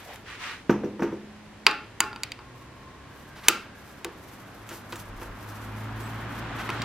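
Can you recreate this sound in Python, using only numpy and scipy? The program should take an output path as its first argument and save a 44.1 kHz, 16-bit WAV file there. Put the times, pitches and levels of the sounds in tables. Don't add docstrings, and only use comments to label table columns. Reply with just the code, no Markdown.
import sys
import numpy as np
from scipy import signal
from scipy.fft import rfft, irfft
from scipy.io import wavfile
from scipy.ndimage import uniform_filter1d

SR = 44100
rng = np.random.default_rng(int(sys.argv[2]) if len(sys.argv) > 2 else 0)


def persist_wave(psi):
    counts = np.round(np.clip(psi, -1, 1) * 32767).astype(np.int16)
    wavfile.write(sys.argv[1], SR, np.atleast_2d(counts).T)


N = 301644


def amp(db):
    return 10 ** (np.asarray(db) / 20)


def unit(x):
    return x / np.sqrt(np.mean(x ** 2) + 1e-20)


def read(points, hz):
    f, value = np.transpose(points)
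    return np.interp(np.log(hz + 1), np.log(f + 1), value)


def follow(rows, t):
    s, *columns = np.transpose(rows)
    return [np.interp(t, s, c) for c in columns]


def add(mix, start_s, sound):
    part = mix[:, round(start_s * SR):][:, :sound.shape[-1]]
    part += sound[..., :part.shape[1]]


def colour(x, points_db, size=4096):
    hz = abs(np.fft.fftfreq(size, 1 / SR))
    log_gain = np.log(amp(read(points_db, hz)))
    response = np.exp(np.conj(signal.hilbert(log_gain)))
    taps = np.fft.ifft(response).real[:size // 2]
    return signal.fftconvolve(np.atleast_2d(x), taps[None], axes=1)[:, :x.shape[-1]]


def slow_random(shape, window):
    once = uniform_filter1d(rng.standard_normal(shape), size=window)
    return unit(uniform_filter1d(once, size=window))


# f/Hz, correlation
CORRELATION = [(60, 1.0), (200, 0.91), (550, 0.71), (1650, 0.83), (5000, -0.0039), (15000, -0.6)]


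def noise(field_db, length, size=512, width=1):
    hop = size // 4
    t = np.arange(length // hop + 5)[:, None] * hop / SR
    hz = np.fft.rfftfreq(size, 1 / SR)
    a, b, c, d = rng.standard_normal((4, len(t), len(hz)))
    same = np.clip(1 - width * (1 - read(CORRELATION, hz)), -1, 1)
    left = a + 1j * b
    right = same * left + np.sqrt(1 - same ** 2) * (c + 1j * d)
    z = np.array([left, right]) * amp(field_db(t, hz))
    return signal.istft(z.swapaxes(1, 2), nperseg=size, noverlap=size - hop)[1][:, :length]


def ring(modes, t):
    out = np.zeros(len(t))
    for k, (hz, db, t60_s) in enumerate(modes):
        out += (-1) ** k * amp(db - 60 * t / t60_s) * np.sin(2 * np.pi * hz * t)
    return out


# f/Hz, T60/s
ROOM_T60_S = [(150, 0.78), (500, 0.44), (1400, 0.37), (3000, 0.42), (6000, 0.31), (14000, 0.26)]


def echo(spectrum_db, t, build_s, width):
    tail = noise(lambda s, hz: read(spectrum_db, hz) - 60 * s / read(ROOM_T60_S, hz), len(t), width=width)
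    early_rms = np.sqrt(np.mean(tail[:, :SR // 20] ** 2))
    return tail / early_rms * (1 - np.exp(-(t / build_s) ** 2))


def near(x, lag_samples=0.87):
    turn = np.exp(-2j * np.pi * np.fft.rfftfreq(len(x)) * lag_samples)
    return np.array([irfft(rfft(x) * turn, len(x)), x])


def arches(rows, peak_at, steepness):
    t = np.arange(N) / SR
    skew = np.log(.5) / np.log(np.clip(peak_at, .05, .95))
    gain = np.zeros(N)
    for start, length, db in rows:
        phase = np.clip((t - start) / length, 0, 1) ** skew
        gain += amp(db) * abs(np.sin(np.pi * phase)) ** steepness
    return gain


# f/Hz, relative level/dB per Hz
AIR = [(15, -44), (25, -26), (48, -8), (206, -10), (317, -11), (677, -16.5), (911, -16.5), (1070, -17.5),
       (1230, -20.5), (1890, -19), (2220, -21), (12900, -41.5), (16000, -54)]


def workshop(air_db=-49, hum_hz=101.2, hum_db=-61):
    hum = unit(np.sin(2 * np.pi * hum_hz * np.arange(N) / SR))
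    air = unit(noise(lambda s, hz: read(AIR, hz), N, size=2048))
    return amp(air_db) * air + amp(hum_db) * hum


# f/Hz, relative level/dB per Hz
ROAD = [(15, -52.5), (25, -21.5), (59, -11.5), (112, -16), (133, -10), (159, -15), (213, -9), (301, -12),
        (446, -18.5), (1080, -13.5), (1490, -14.5), (2300, -22.5), (3200, -26.5), (4800, -37),
        (9000, -49.5), (11700, -84), (19800, -120)]
# t/s, firing rate/Hz, load/dB
ENGINE = [(1.7, 55.2, -6), (2.15, 57.26, 9.5), (3.3, 71.1, -2), (3.75, 73.9, -14), (4.8, 50.62, -3),
          (5.45, 52.1, -0.5), (5.7, 53.83, 5.5), (6.3, 56.57, 3), (6.55, 57, -4.5), (6.84, 57.85, -0.5)]
# multiple of firing rate, relative level/dB
EXHAUST = [(1, -11), (2, 0), (3, -24), (4, -10.5), (5, -13.5), (6, -19.5), (7, -21.5)]
SPEED_M_PER_S, ROAD_OFFSET_M, PASSES_AT_S = 8.08, 7, 7.517
ROAR_DB, EXHAUST_DB, GROUND_LOSS_DB_PER_M, ROAR_PER_LOAD = -13.5, -14, 0.29, 0.054
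FAR_TILT_DB_PER_OCT, NEAR_TILT_DB_PER_OCT = -5, 4
PIPE_HZ, PIPE_WIDTH_HZ, PIPE_DB = 69, 8.4, 12.5


def vehicle(waver=0.005, throb=0.21, pivot_hz=1000):
    def distance_m(s):
        return np.hypot(ROAD_OFFSET_M, SPEED_M_PER_S * (PASSES_AT_S - s))

    def tilt_db_per_oct(s):
        nearness = ROAD_OFFSET_M / distance_m(s)
        return FAR_TILT_DB_PER_OCT + (NEAR_TILT_DB_PER_OCT - FAR_TILT_DB_PER_OCT) * nearness

    def roar_db(s, hz):
        return read(ROAD, hz) + tilt_db_per_oct(s) * np.log2(np.maximum(hz / pivot_hz, 1))

    t = np.arange(N) / SR
    roar = unit(noise(roar_db, N, size=2048))
    firing_hz, load_db = follow(ENGINE, t)
    drift = slow_random((len(EXHAUST) + 1, N), 2500)
    cycles = np.cumsum(firing_hz * (1 + waver * drift[-1])) / SR
    tones = np.zeros(N)
    for (k, line_db), wobble in zip(EXHAUST, drift):
        boom_db = PIPE_DB * np.exp(-((k * firing_hz - PIPE_HZ) / PIPE_WIDTH_HZ) ** 2)
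        tone = np.sin(2 * np.pi * (k * cycles + rng.random()))
        tones += amp(line_db + boom_db) * (1 + throb * wobble) * tone
    sound = amp(ROAR_DB + ROAR_PER_LOAD * load_db) * roar + amp(EXHAUST_DB + load_db) * unit(tones)
    return sound * amp(-GROUND_LOSS_DB_PER_M * distance_m(t)) / distance_m(t)


# f/Hz, relative level/dB
CLOTH = [(200, -20), (700, -9), (1200, 0), (1900, 1.5), (3000, -3), (5000, -11.5), (9000, -21.5),
         (16000, -32)]
# start/s, length/s, level/dB
SWISHES = [(-0.07, 0.28, -49), (0.07, 0.22, -46), (0.24, 0.32, -41.5), (0.385, 0.34, -35.5)]


def sleeve(flutter_db=1.0):
    swish = noise(lambda s, hz: read(CLOTH, hz) + flutter_db * rng.standard_normal(s.shape), N)
    return arches(SWISHES, peak_at=0.23, steepness=3.06) * unit(swish)


# start/s, end/s, f/Hz, width/Hz, level/dB
NARROW_BANDS = [(0.015, 0.183, 680, 290, -46.5), (2.203, 3.6, 1073, 57, -55), (2.898, 4.2, 1620, 99, -56.5),
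                (5.036, 5.397, 38.3, 16, -43), (6.023, 6.085, 7900, 200, -54)]


def narrow_band_tones():
    t, bins_hz, out = np.arange(N) / SR, np.fft.rfftfreq(N, 1 / SR), np.zeros(N)
    for start, end, hz, width_hz, db in NARROW_BANDS:
        band = np.exp(-((bins_hz - hz) / width_hz) ** 2)
        tone = unit(irfft(rfft(rng.standard_normal(N)) * band, N))
        swell = np.sin(np.pi * np.clip((t - start) / (end - start), 0, 1))
        out += amp(db) * tone * swell
    return near(out)


# f/Hz, relative level/dB
RASP = [(1000, -13.5), (3000, -3), (6000, -2), (9000, -5), (13000, 1), (14800, -3.5), (16000, -17.5)]
# start/s, length/s, level/dB
STROKES = [(-0.03, 0.3, -53.5), (2.54, 0.17, -64), (2.75, .15, -68), (3.08, 0.41, -62), (3.35, 0.41, -62),
           (3.74, 0.33, -62.5), (4.17, 0.57, -61), (4.66, 0.23, -51.5), (4.89, 0.24, -52.5),
           (5.16, 0.18, -56.5), (5.35, 0.48, -56.5), (5.75, 0.24, -61), (5.95, 0.44, -56.5),
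           (6.29, 0.18, -55.5), (6.54, 0.33, -55.5)]
GRIP_FROM_S, GRIP_DB = 3.75, -67


def rasp(grains_per_s=1500, spread_db=2.0, rasp_db=0.5, hiss_share=1.0, uneven_db=2.8):
    gripping = np.arange(N) / SR > GRIP_FROM_S
    level = arches(STROKES, peak_at=0.26, steepness=1.5) + amp(GRIP_DB) * gripping
    pressure = slow_random(N, 700)
    happens = rng.random(N) < grains_per_s / SR
    sign = rng.choice([-1, 1], N)
    size = amp(spread_db * np.minimum(rng.exponential(1, N), 5))
    grains = unit(colour(near(happens * sign * size), RASP))
    hiss = unit(noise(lambda s, hz: read(RASP, hz), N))
    return amp(rasp_db + uneven_db * pressure) * level * unit(grains + hiss_share * hiss)


# start/s, end/s, level/dB
SCRAPES = [(3.344, 3.419, -47.5), (3.416, 3.516, -41.5), (4.682, 4.761, -46), (6.577, 6.628, -38)]
# f/Hz, relative level/dB
DRAG = [(300, -14), (1200, 8.5), (2600, 2), (5800, -7), (8000, -15), (14000, -14), (16000, -33.5)]


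def scrapes(grit_db=0.5):
    out = np.zeros((2, N))
    for start, end, db in SCRAPES:
        count = max(round((end - start) * SR), 64)
        grit = rng.standard_normal(SR // 4) * amp(grit_db * rng.standard_normal(SR // 4))
        slide = unit(near(colour(grit, DRAG)[0][:count]))
        add(out, start, amp(db) * slide * signal.windows.tukey(count, .7))
    return out


# t/s, level/dB, low/dB, edge/dB
KNOCKS = [(0.695, -10, 0, -4), (0.8357, -16, -13, -17), (0.8459, -20, -3.5, -15), (0.9949, -21.5, -7, -6),
          (1.0212, -19.5, 1.5, 2), (1.0383, -18, -7, -22), (1.1222, -23, -3.5, -13),
          (3.4841, -21, -12.5, -13), (4.048, -26, -29, -2.5), (4.7108, -34, -4, 5),
          (4.9252, -33.5, -15, 7.5), (5.2151, -35, -11, 7.5), (6.6913, -31.5, 1, 12.5)]
# f/Hz, relative level/dB
JAW = [(3000, -30), (5000, -13), (5850, -3), (6900, -18), (11500, -36), (13000, -10), (14200, -34)]
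RATTLE_DB, RATTLE_PER_EDGE, RATTLE_LAG_S, SLACK_UNTIL_S = -26, 0.73, 0.0093, 2


def jaw_rattles(buzz_s=0.0085, room_db=-14):
    out, t = np.zeros((2, N)), np.arange(SR // 2) / SR
    for s, db, _, edge_db in KNOCKS:
        if s < SLACK_UNTIL_S:
            buzz = unit(colour(rng.standard_normal(len(t)), JAW)[0]) * np.exp(-t / buzz_s)
            sound = near(buzz) + amp(room_db) * echo(JAW, t, build_s=.004, width=1.0)
            add(out, s + RATTLE_LAG_S, amp(db + RATTLE_DB + RATTLE_PER_EDGE * edge_db) * sound)
    return out


# f/Hz, level/dB, T60/s
BLANK = [(131.2, -17, 0.3), (204, -5, 0.21), (210.6, -21, 2.32), (246, 7, 0.036), (282.5, -19, 0.43),
         (336.8, 0, 0.15), (412, -8.5, 0.11), (489.6, -10.5, 0.19), (508, -42.5, 0.14), (918, -15, 0.24),
         (1200, -19.5, 0.18), (1515, -6.5, 0.047)]
# f/Hz, relative level/dB
THUD = [(40, -41), (110, -16), (230, -4), (420, -3), (630, -12.5), (950, -8), (1500, -14), (2600, -22),
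        (4500, -37), (6000, -38), (9000, -48), (16000, -58)]
CONTACT_S = 0.0072


def low_knocks(thud_db=-4, ring_db=-2, room_db=-15.5):
    out, t = np.zeros((2, N)), np.arange(SR) / SR
    for s, db, low_db, edge_db in KNOCKS:
        thud = unit(colour(rng.standard_normal(len(t)), THUD)[0]) * np.exp(-t / CONTACT_S)
        body = ring(BLANK, t) * (1 - np.exp(-2 * t / CONTACT_S))
        direct = near(amp(thud_db) * thud + amp(ring_db) * body)
        sound = direct + amp(room_db) * echo(THUD, t, build_s=0.0029, width=0.28)
        add(out, s, amp(db) * colour(sound, [(220, low_db), (330, 0.0033), (400, 0), (1000, edge_db)]))
    return out


RIM, SOCKET = "rim", "socket"


def struck_at(modes, place):
    return [(hz, rim_db if place == RIM else socket_db, t60_s) for hz, rim_db, socket_db, t60_s in modes]


# t/s, place, level/dB, top/dB, chuck ring/dB, chatter time/s
CLICKS = [(0.159, SOCKET, -37, 3, -5, 0.0013), (1.666, RIM, 2.5, -6.5, -3.5, 0.0025),
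          (1.712, RIM, -18.5, -11, -11, 0.00089), (2.0045, RIM, -6, 5.5, -2, 0.0015),
          (2.0396, RIM, -30, -19, -2, .0011), (2.13, RIM, -32, -12, -0.5, .0013),
          (2.1606, RIM, -26.5, -8.5, -3.5, .0011), (2.2339, RIM, -13.5, -2.5, -19, 0.0025),
          (2.3187, RIM, -19.5, -7.5, -21, 0.002), (2.3903, RIM, -36.5, -17, -1.5, .0015),
          (3.484, SOCKET, 6, 4.5, -6, 0.0014), (4.046, SOCKET, -20, -0.5, -17, 0.0031),
          (4.6909, SOCKET, -37, 6, -6, 0.01), (4.9239, SOCKET, -29.5, -4, -21, 0.012),
          (4.957, SOCKET, -37, 7, -7, 0.01), (5.2165, RIM, -47, -13, 5, 0.0018),
          (6.6916, SOCKET, -23, -10, -2, 0.0025), (6.7021, SOCKET, -20, -8.5, -8, 0.0021),
          (6.8189, RIM, -21.5, -7, -10, 0.006)]
# f/Hz, rim level/dB, socket level/dB, T60/s
KEY = [(920, -5.5, -14.5, 0.035), (1140, -11.5, -20.5, 0.0083), (2168, -5.5, -8.5, 0.012),
       (2520, -8, -7.5, 0.023), (2984, -7, -10, 0.018), (3740, -12.5, -10.5, 0.025), (4650, -3, -14, 0.02),
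       (5400, -18.5, -14.5, 0.016), (6310, -13, -9, 0.013), (6850, -4.5, -12.5, 0.0061),
       (7570, -9.5, -10, 0.017), (9550, -22, -30.5, 0.02), (8995, -9.5, -12.5, 0.009),
       (9820, -12, -12, 0.015), (10290, -22, -10, 0.018), (12240, -29, -16, .02),
       (13750, -40, -18.5, 0.032)]
# f/Hz, rim level/dB, socket level/dB, T60/s
CHUCK = [(324, -32, -32.5, .3), (380, -32, -35, 0.15), (433.6, -32, -45, .3), (835, -33.5, -34, 0.3),
         (856, -27.5, -35.5, 0.51), (1074, -30.5, -45, 0.22), (1253, -46, -30, 0.16),
         (1204, -37, -30.5, 0.25), (1374, -29, -24, .36), (1418, -30.5, -31, .33), (1580, -41, -30.5, .3),
         (1722, -33.5, -43.5, 0.45), (2230, -40, -47.5, 0.14), (2290, -38, -51.5, 0.26),
         (2220, -43, -45, .3), (2420, -39, -48, 0.38), (2720, -33, -34.5, 0.32), (2910, -43, -36, 0.21),
         (2790, -45, -41, 0.46), (3060, -50, -47, 0.32), (4010, -44, -45, .35), (4700, -37, -42, 0.25),
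         (4850, -45, -50, .45), (4930, -55, -41, .28), (7740, -54, -52, .28), (10180, -69, -59, 0.31),
         (13000, -74, -61.5, 0.18)]
# f/Hz, relative level/dB
CRACK = [(100, -22.5), (600, -9), (1000, 9), (2700, 2), (4800, -1.5), (5700, -4), (7300, -0.5),
         (10000, -14.5), (12000, -15.5), (16000, -7)]
# f/Hz, relative level/dB
STEEL_ECHO = [(60, -24), (330, -3), (620, -4.5), (870, -1.5), (1400, 6.5), (1850, -4), (2700, -4),
              (3400, -10.5), (4700, -10.5), (5300, -14.5), (10000, -26), (16000, -32)]
BODY_DB, BODY_PER_SOFTNESS, BODY_PER_RING = -2, .28, .8
BRIEF_CHATTER_S, ROOM_DB_PER_DOUBLING = .003, 4


def key_clicks(crack_db=-4.5, key_db=-5.0, room_db=-26, clang_db=-24.5, clang_s=0.013,
               body_hz=1300, top_hz=6500):
    out, t = np.zeros((2, N)), np.arange(SR // 2) / SR
    fade = np.minimum(4 * (1 - t / t[-1]), 1)
    for s, place, db, top_db, ring_db, chatter_s in CLICKS:
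        body_db = BODY_DB - BODY_PER_SOFTNESS * db + BODY_PER_RING * ring_db
        wet_db = ROOM_DB_PER_DOUBLING * np.log2(chatter_s / BRIEF_CHATTER_S)
        crack = unit(colour(rng.standard_normal(len(t)), CRACK)[0]) * np.exp(-t / chatter_s)
        key = ring(struck_at(KEY, place), t)
        chuck = ring(struck_at(CHUCK, place), t)
        steel = amp(crack_db) * crack + amp(key_db) * key + amp(ring_db) * chuck
        room = echo(STEEL_ECHO, t, build_s=0.0017, width=0.46)
        clang = signal.fftconvolve(room, (chuck * np.exp(-t / clang_s))[None], axes=1)[:, :len(t)]
        clang = unit(clang) * room.std()
        sound = fade * (near(steel) + amp(room_db + wet_db) * room + amp(clang_db + ring_db) * clang)
        tone_db = [(body_hz, body_db), (2200, 0), (4800, 0), (top_hz, top_db)]
        add(out, s, amp(db) * colour(sound, tone_db))
    return out


def scene(right_db=0.11):
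    blows = key_clicks() + low_knocks() + jaw_rattles()
    rubs = rasp() + scrapes() + narrow_band_tones() + sleeve()
    background = vehicle() + workshop()
    return (blows + rubs + background) * amp([[-right_db], [right_db]])


def record(dry, edge_hz=16100):
    clipped = np.clip(dry, -1, 1)
    low_pass = signal.firwin(1023, edge_hz, window=("kaiser", 8), fs=SR)
    return signal.oaconvolve(clipped, low_pass[None], "same")


dry = scene()
out = record(dry)
persist_wave(out)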